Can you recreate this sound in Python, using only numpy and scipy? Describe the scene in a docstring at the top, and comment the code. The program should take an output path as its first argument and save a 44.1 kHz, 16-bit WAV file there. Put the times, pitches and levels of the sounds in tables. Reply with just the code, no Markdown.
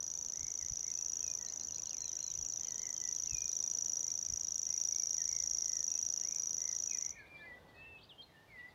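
"""A grasshopper warbler reels from a bush close to the microphone, at the edge of a meadow: 27 times
a second its syrinx gives a sharp tick and a short falling note, until it slows and stops after seven
seconds. Farther off, thrushes and warblers whistle in the wood, echoing from leaves and trunks.
Behind them lie a distant hush and stirring foliage; a light breeze now and then bumps the microphone."""
import sys
import numpy as np
from scipy import signal
from scipy.fft import rfft, irfft, next_fast_len
from scipy.io import wavfile
from scipy.ndimage import uniform_filter1d, map_coordinates

SR = 44100
rng = np.random.default_rng(int(sys.argv[2]) if len(sys.argv) > 2 else 0)


def waveform_to_disk(signal):
    """Save audio, clipped to [-1, 1], as 16-bit WAV at the path in sys.argv[1]."""
    frames = np.transpose(np.atleast_2d(signal))
    scaled = np.clip(frames, -1, 1) * 32767
    samples = np.round(scaled).astype(np.int16)
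    wavfile.write(sys.argv[1], SR, samples)


N = 385434


def amp(db):
    """Decibels to gain."""
    return 10 ** (np.asarray(db) / 20)


def unit(x):
    """Scale to rms 1."""
    return x / np.sqrt(np.mean(x ** 2) + 1e-20)


def along(points, hz):
    """Read (frequency, value) points at hz, on a log frequency axis."""
    f, v = np.transpose(points)
    return np.interp(np.log(hz + 1), np.log(f + 1), v)


def wobble(rate, size=N):
    """A smooth random curve, rate knots a second."""
    knots = rng.standard_normal(int(size * rate / SR) + 4)
    return map_coordinates(knots, [np.arange(size) * rate / SR])


def bump(s, width):
    """A bell-shaped rise and fall around time s."""
    return np.exp(-.5 * ((np.arange(N) / SR - s) / width) ** 2)


def progress(length):
    """0 to 1 over a note of this length in s."""
    return np.linspace(0, 1, int(length * SR))


def filtered(x, response):
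    """Filter x by a gain given as a function of frequency."""
    m = next_fast_len(N + SR // 2)
    return irfft(rfft(x, m) * response(np.fft.rfftfreq(m, 1 / SR)), m)[:N]


def noise(spectrum):
    """Noise of rms 1, coloured by rows of f/Hz, relative level/dB."""
    return unit(filtered(rng.standard_normal(N), lambda hz: amp(along(spectrum, hz))))


def add(track, s, sound):
    """Mix a sound into the track from time s on."""
    at = round(s * SR) + np.arange(len(sound))
    inside = (at >= 0) & (at < N)
    track[at[inside]] += sound[inside]


# spectrum of the far background: f/Hz, relative level/dB
HUSH_SPECTRUM = [(15, -62), (25, -17), (71, 1), (149, -0.5), (202, -4.5), (501, -6), (967, -9), (1400, -16),
                 (1820, -18.5), (3080, -120)]
def distant_hush(db=-64.5):
    """A low, nearly steady hush from far across the meadow."""
    return amp(db + .98 * wobble(2.12)) * noise(HUSH_SPECTRUM)


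def far_swell(db=-68):
    """A dull, hollow rush rises and fades in the distance."""
    hollow = noise([(300, -30), (520, 0), (650, -2), (1100, -14), (3000, -80)])
    return amp(db) * bump(7.53, width=.17) * hollow


# spectrum of the rustle: f/Hz, relative level/dB
LEAF_SPECTRUM = [(900, -10), (1500, 0), (3500, 0), (5000, -4), (8000, -12), (15500, -13.5), (17000, -40)]
def foliage(db=-73.5):
    """Leaves stir faintly along the meadow's edge."""
    return amp(db + .5 * wobble(2)) * noise(LEAF_SPECTRUM)


# puffs of air on the microphone: t/s, level/dB, width/s
MIC_PUFFS = [(0.433, -57.5, 0.024), (0.64, -52.5, 0.014), (0.718, -48, 0.0074), (1.277, -66, 0.017),
             (2.398, -57, 0.036), (3.337, -47.5, 0.01), (3.446, -62, 0.026), (4.316, -54, 0.024),
             (5.4, -69, 0.14)]
def wind_on_microphone(breeze_db=-74):
    """The breeze buffets the microphone: a low rumble with a few soft bumps."""
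    puffs = sum(amp(db) * bump(s, width) for s, db, width in MIC_PUFFS)
    breeze = amp(breeze_db + 3 * wobble(6))
    rumble = noise([(26, -50.5), (46, -1), (80, -3), (140, -9.5), (300, -29.5), (1000, -84.5)])
    return (puffs + breeze) * rumble


def scatter(x, decay):
    """Dense echoes: a noise tail in which each frequency dies at its own speed."""
    hz, t, spectra = signal.stft(rng.standard_normal(SR // 2), SR, nperseg=256)
    fade = amp(-60 * t / along(decay, hz)[:, None])
    tail = signal.istft(spectra * fade, SR, nperseg=256)[1]
    return signal.fftconvolve(x, tail / np.linalg.norm(tail))[:N]


# reverberation of the wood: f/Hz, t60/s
WOOD_DECAY = [(1500, .55), (4000, .28), (12000, .2)]
def wood_echoes(songs):
    """Leaves and trunks throw the songs back; the treble dies first."""
    return scatter(songs, WOOD_DECAY)


def chatter(centre_hz, pace):
    """A barely audible singer: wandering whistles that come and go at random."""
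    pitch = centre_hz * np.exp(.15 * wobble(2 * pace))
    bursts = np.clip(wobble(pace), 0, 1) ** 2
    return unit(bursts * np.sin(2 * np.pi * np.cumsum(pitch) / SR))


def sing(pitch, db, waver_hz=12):
    """A bird's pure note along a pitch line; it wavers a little and swells in its middle."""
    size = len(pitch)
    swell = np.abs(np.sin(np.linspace(0, np.pi, size))) ** .8
    gain = amp(db + 2 * wobble(60, size))
    phase = 2 * np.pi * np.cumsum(pitch + waver_hz * wobble(127, size)) / SR
    return swell * gain * np.sqrt(2) * np.sin(phase)


# phrases from deep in the wood: t/s, length/s, f/Hz, level/dB
DEEP_PHRASES = [(0.901, 0.15, 2650, -71.5), (4.882, 0.16, 2330, -69.5), (5.85, 0.21, 2660, -73),
                (7.65, 0.26, 1865, -67), (8.32, 0.13, 1790, -67)]
def faint_phrases(wander=.039, turns_per_s=16):
    """Far singers, each wandering around one pitch."""
    songs = np.zeros(N)
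    for s, length, hz, db in DEEP_PHRASES:
        pitch = hz * np.exp(wander * wobble(turns_per_s, int(length * SR)))
        add(songs, s, sing(pitch, db))
    return songs


# bouts of twittering in the wood: t/s, length/s, centre f/Hz, level/dB
TWITTER_BOUTS = [(1.422, 1.05, 2750, -66), (3.147, .55, 3520, -66.5)]
def twitters(every_s=.085, note_s=.029, sweep=.123, spread=.072):
    """Runs of brief notes, each sweeping up or down at a pitch of its own."""
    songs = np.zeros(N)
    for start, length, hz, db in TWITTER_BOUTS:
        for s in np.arange(start, start + length, every_s):
            late, high, way, loud = rng.standard_normal(4)
            glide = np.sign(way) * sweep * (2 * progress(note_s) - 1)
            add(songs, s + late * note_s / 2, sing(hz * np.exp(spread * high + glide), db + 2 * loud))
    return songs


# kinds of note: start, middle, end as shares of the pitch
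NOTE_SHAPES = {"scoop": (1.04, 0.94, 1.4), "slur": (.97, 0.98, .87), "flick": (1.24, 0.98, 0.835),
               "rise": (.93, 0.94, 1.28), "hold": (0.93, 0.97, 0.96)}
# the songbird's motifs: t/s, kind of note, times sung, note length/s, f/Hz, level/dB
SONGBIRD_MOTIFS = [(1.457, "scoop", 4, .068, 4450, -58.5), (1.899, "flick", 1, 0.022, 3140, -60),
                   (1.969, "slur", 2, 0.15, 4220, -58.5), (2.49, "flick", 1, 0.048, 4650, -59),
                   (2.613, "slur", 3, .097, 3195, -66), (2.667, "flick", 1, 0.049, 4700, -62),
                   (3.13, "rise", 3, 0.052, 4400, -66), (7.255, "rise", 1, 0.03, 3900, -68),
                   (7.361, "rise", 1, .075, 3740, -63.5), (8.089, "flick", 1, .046, 3260, -54),
                   (8.179, "hold", 1, 0.041, 3300, -52), (8.217, "flick", 1, 0.016, 3920, -56.5),
                   (8.222, "hold", 1, 0.033, 4320, -56)]
def small_songbird(pause_s=.064):
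    """A small bird off in the wood sings curved notes, singly or repeated."""
    songs = np.zeros(N)
    for s, kind, times, length, hz, db in SONGBIRD_MOTIFS:
        parabola = np.polyfit([0, .5, 1], NOTE_SHAPES[kind], 2)
        pitch = hz * np.polyval(parabola, progress(length))
        for k in range(round(times)):
            add(songs, s + k * (length + pause_s), sing(pitch, db))
    return songs


# warbled notes, each around a straight glide: t/s, length/s, start f/Hz, end f/Hz, level/dB
TRILL_NOTES = [(0.319, 0.23, 2030, 2270, -67.5), (0.81, 0.13, 2170, 2105, -67),
               (2.764, 0.17, 2100, 2053, -62.5), (5.243, 0.23, 2220, 2057, -63.5),
               (5.609, 0.26, 2135, 1830, -69), (6.25, 0.16, 2340, 2370, -68),
               (6.567, 0.21, 2116, 2000, -66), (6.982, 0.12, 2060, 2240, -63.5),
               (7.089, .2, 2336, 2266, -59.5), (7.971, .092, 3170, 4280, -59.5)]
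def far_trills(warble_hz=50.9, depth_at_2khz=.04, droop=.08):
    """Trills from the wood: the pitch droops at both ends, and higher notes warble more widely."""
    songs = np.zeros(N)
    for s, length, start, end, db in TRILL_NOTES:
        u = progress(length)
        glide = start + (end - start) * u
        depth = depth_at_2khz * (glide / 2000) ** 2.5
        warble = depth * np.sin(2 * np.pi * warble_hz * length * u + 1.3 * wobble(70, len(u)))
        add(songs, s, sing(glide * (1 + warble - droop * (2 * u - 1) ** 2), db))
    return songs


# fluty whistles in the wood: t/s, length/s, start f/Hz, goal f/Hz, level/dB
THRUSH_WHISTLES = [ (0.593, 0.061, 2290, 1540, -65), (1.212, .13, 2680, 2440, -66),
                   (1.37, 0.16, 2050, 1850, -69.5), (2.653, 0.13, 2150, 1880, -66.5),
                   (3.002, 0.1, 2030, 1937, -62.5), (3.257, 0.2, 2990, 2420, -59),
                   (4.67, 0.13, 2020, 2085, -68), (5.168, 0.074, 2130, 1624, -63),
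                   (6.214, 0.076, 1730, 2500, -64), (6.875, .12, 2640, 2366, -60),
                   (6.908, 0.074, 2396, 1717, -59.5), (7.15, 0.106, 1940, 1526, -57),
                   (7.234, 0.27, 2440, 2370, -57), (7.381, 0.087, 1780, 1670, -57.5),
                   (7.431, 0.13, 2090, 1947, -53), (7.739, 0.27, 2540, 2653, -56.5),
                   (8.473, 0.24, 2416, 1945, -56.5)]
def thrushes(goal_s=.145):
    """Each whistle swoops toward its goal pitch and turns back if it lasts beyond goal_s."""
    songs = np.zeros(N)
    for s, length, start, goal, db in THRUSH_WHISTLES:
        swoop = (1 - length * progress(length) / goal_s) ** 2
        add(songs, s, sing(goal + (start - goal) * swoop, db))
    return songs


# reverberation of the near bush: f/Hz, t60/s
BUSH_DECAY = [(6000, .23), (12000, .14)]
# the bush scatters treble most: f/Hz, level/dB
BUSH_COLOUR = [(6000, -13), (9000, -10.5), (11800, -1.5)]
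def bush_echoes(song, sways_per_s=4, count=5):
    """Echoes from the leaves around the warbler; they shift as the twigs sway."""
    sway = np.array([wobble(sways_per_s) for _ in range(count)])
    weights = sway / np.linalg.norm(sway, axis=0)
    echoes = sum(weight * scatter(song, BUSH_DECAY) for weight in weights)
    return filtered(echoes, lambda hz: amp(along(BUSH_COLOUR, hz)))


def rasp(song, db=-36):
    """A faint broad hiss that swells and sinks with the warbler's syllables."""
    envelope = np.sqrt(np.abs(uniform_filter1d(song ** 2, size=400)))
    hiss = noise([(2500, 6.5), (3600, 1), (7000, -15), (8800, -10), (10000, 6.5), (15500, -17)])
    return amp(db) * envelope * hiss


def chirp(shape, shift_hz, rough_hz, octave_db, stretch):
    """One gesture of the syrinx: a gliding, slightly rough whistle with a weak octave."""
    ms, hz, db = np.transpose(shape)
    knots = np.maximum.accumulate(ms) * stretch * SR / 1000
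    n = np.arange(SR // 90)
    pitch = np.interp(n, knots, hz) + shift_hz + rough_hz * wobble(2760, len(n))
    phase = 2 * np.pi * np.cumsum(pitch) / SR
    envelope = np.interp(n, knots, amp(db), right=0)
    return envelope * (np.sin(phase) + amp(octave_db) * np.sin(2 * phase))


# the two halves of a syllable: t/ms, base f/Hz, relative level/dB
TICK_GESTURE = [(0, 3800, -30), (.35, 4900, -15), (.65, 5950, -4), (.95, 6500, 0), (1.4, 6850, -4),
                (1.75, 6200, -12), (2.2, 6450, -9.5), (3.9, 6490, -14), (4.9, 6400, -50)]
NOTE_GESTURE = [(0, 6200, -30), (.45, 5990, -1.5), (1, 5900, 0), (3, 5830, -.4), (4.8, 5720, -2.4),
                (6, 5600, -9), (7.2, 5560, -45)]
# stretches of steady pace: t/s, syllables sung so far
REEL_PACE = [(0.0048, 0), (0.3714, 10), (1.3504, 37), (2.2781, 62), (3.1621, 86), (5.7677, 157),
             (6.434, 175), (6.9467, 189), (7.062, 192), (7.1056, 193)]
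# the singer's effort: t/s, note level at the syrinx/dB
REEL_EFFORT = [(0.0, -32.5), (1.35, -29.5), (1.39, -34), (1.87, -33.5), (2.02, -31.5), (2.98, -30.5),
               (3.09, -28.5), (3.97, -27.5), (4.23, -29.5), (4.59, -29), (4.78, -26.5), (5.22, -26),
               (7.06, -29), (7.11, -35)]
# colour of throat and beak: f/Hz, gain/dB
THROAT_COLOUR = [(2900, -1.5), (3600, 10.5), (4000, -6), (4400, 5), (4750, -0.5), (5250, 1.5), (5900, 0.5),
                 (7000, -1), (7500, -5), (8800, -2), (10000, -5), (13000, 1.5)]
def grasshopper_warbler(note_db=-30, tick_db=-27, uneven_db=.25, sag_hz_per_db=16.5, tick_lead_s=.0131):
    """The close reel: tick and note alternate; harder singing lifts both and pulls the note flat."""
    knot_s, sung = np.transpose(REEL_PACE)
    times = np.interp(np.arange(round(sung[-1]) + 1), sung, knot_s)
    at = np.clip(times * SR, 0, N - 1).astype(int)
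    # effort counts from the middling level note_db; level and pitch also drift slowly
    efforts_db = np.interp(times, *np.transpose(REEL_EFFORT)) - note_db + .35 * wobble(4.2)[at]
    shifts_hz = 49.7 - sag_hz_per_db * efforts_db + 20 * wobble(2.5)[at]
    song = np.zeros(N)
    for s, effort, shift in zip(times, efforts_db, shifts_hz):
        # no two syllables are quite alike
        tick_loud, note_loud, tick_long, timing, tick_high, note_high = rng.standard_normal(6)
        tick = chirp(TICK_GESTURE, 50 * tick_high,
                     rough_hz=140, octave_db=-34, stretch=1 + .04 * tick_long)
        note = chirp(NOTE_GESTURE, shift + 22 * note_high,
                     rough_hz=35, octave_db=-32, stretch=1 + .05 * timing)
        tick *= amp(tick_db + .42 * effort + uneven_db * tick_loud)
        note *= amp(note_db + effort + uneven_db * note_loud)
        add(song, s - tick_lead_s + .00015 * timing, tick)
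        add(song, s - .0003, note)
    return filtered(song, lambda hz: amp(along(THROAT_COLOUR, hz)))


def scene():
    """From the meadow's edge: the farther the bird, the more of its song arrives as the wood's echo."""
    reel = grasshopper_warbler()
    reel = reel + rasp(reel)
    high_chatter = amp(-80 + 6 * bump(3, width=.8)) * chatter(centre_hz=3700, pace=42)
    deep_chatter = amp(-82) * chatter(centre_hz=2100, pace=14)
    birds = thrushes() + far_trills() + small_songbird() + twitters()
    faint = faint_phrases()
    wood = wood_echoes(amp(-10) * birds + amp(-4) * faint + deep_chatter + high_chatter + amp(-23) * reel)
    far_direct = amp(-1) * birds + amp(-3) * faint + .5 * high_chatter
    near = reel + bush_echoes(reel)
    air = wind_on_microphone() + distant_hush() + foliage() + far_swell()
    return (air + wood + far_direct + near)[None]


def record(dry, top_hz=16050):
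    """One microphone on a camera that keeps nothing above its band limit."""
    return filtered(dry[0], lambda hz: hz < top_hz)[None]


dry = scene()
out = record(dry)
waveform_to_disk(out)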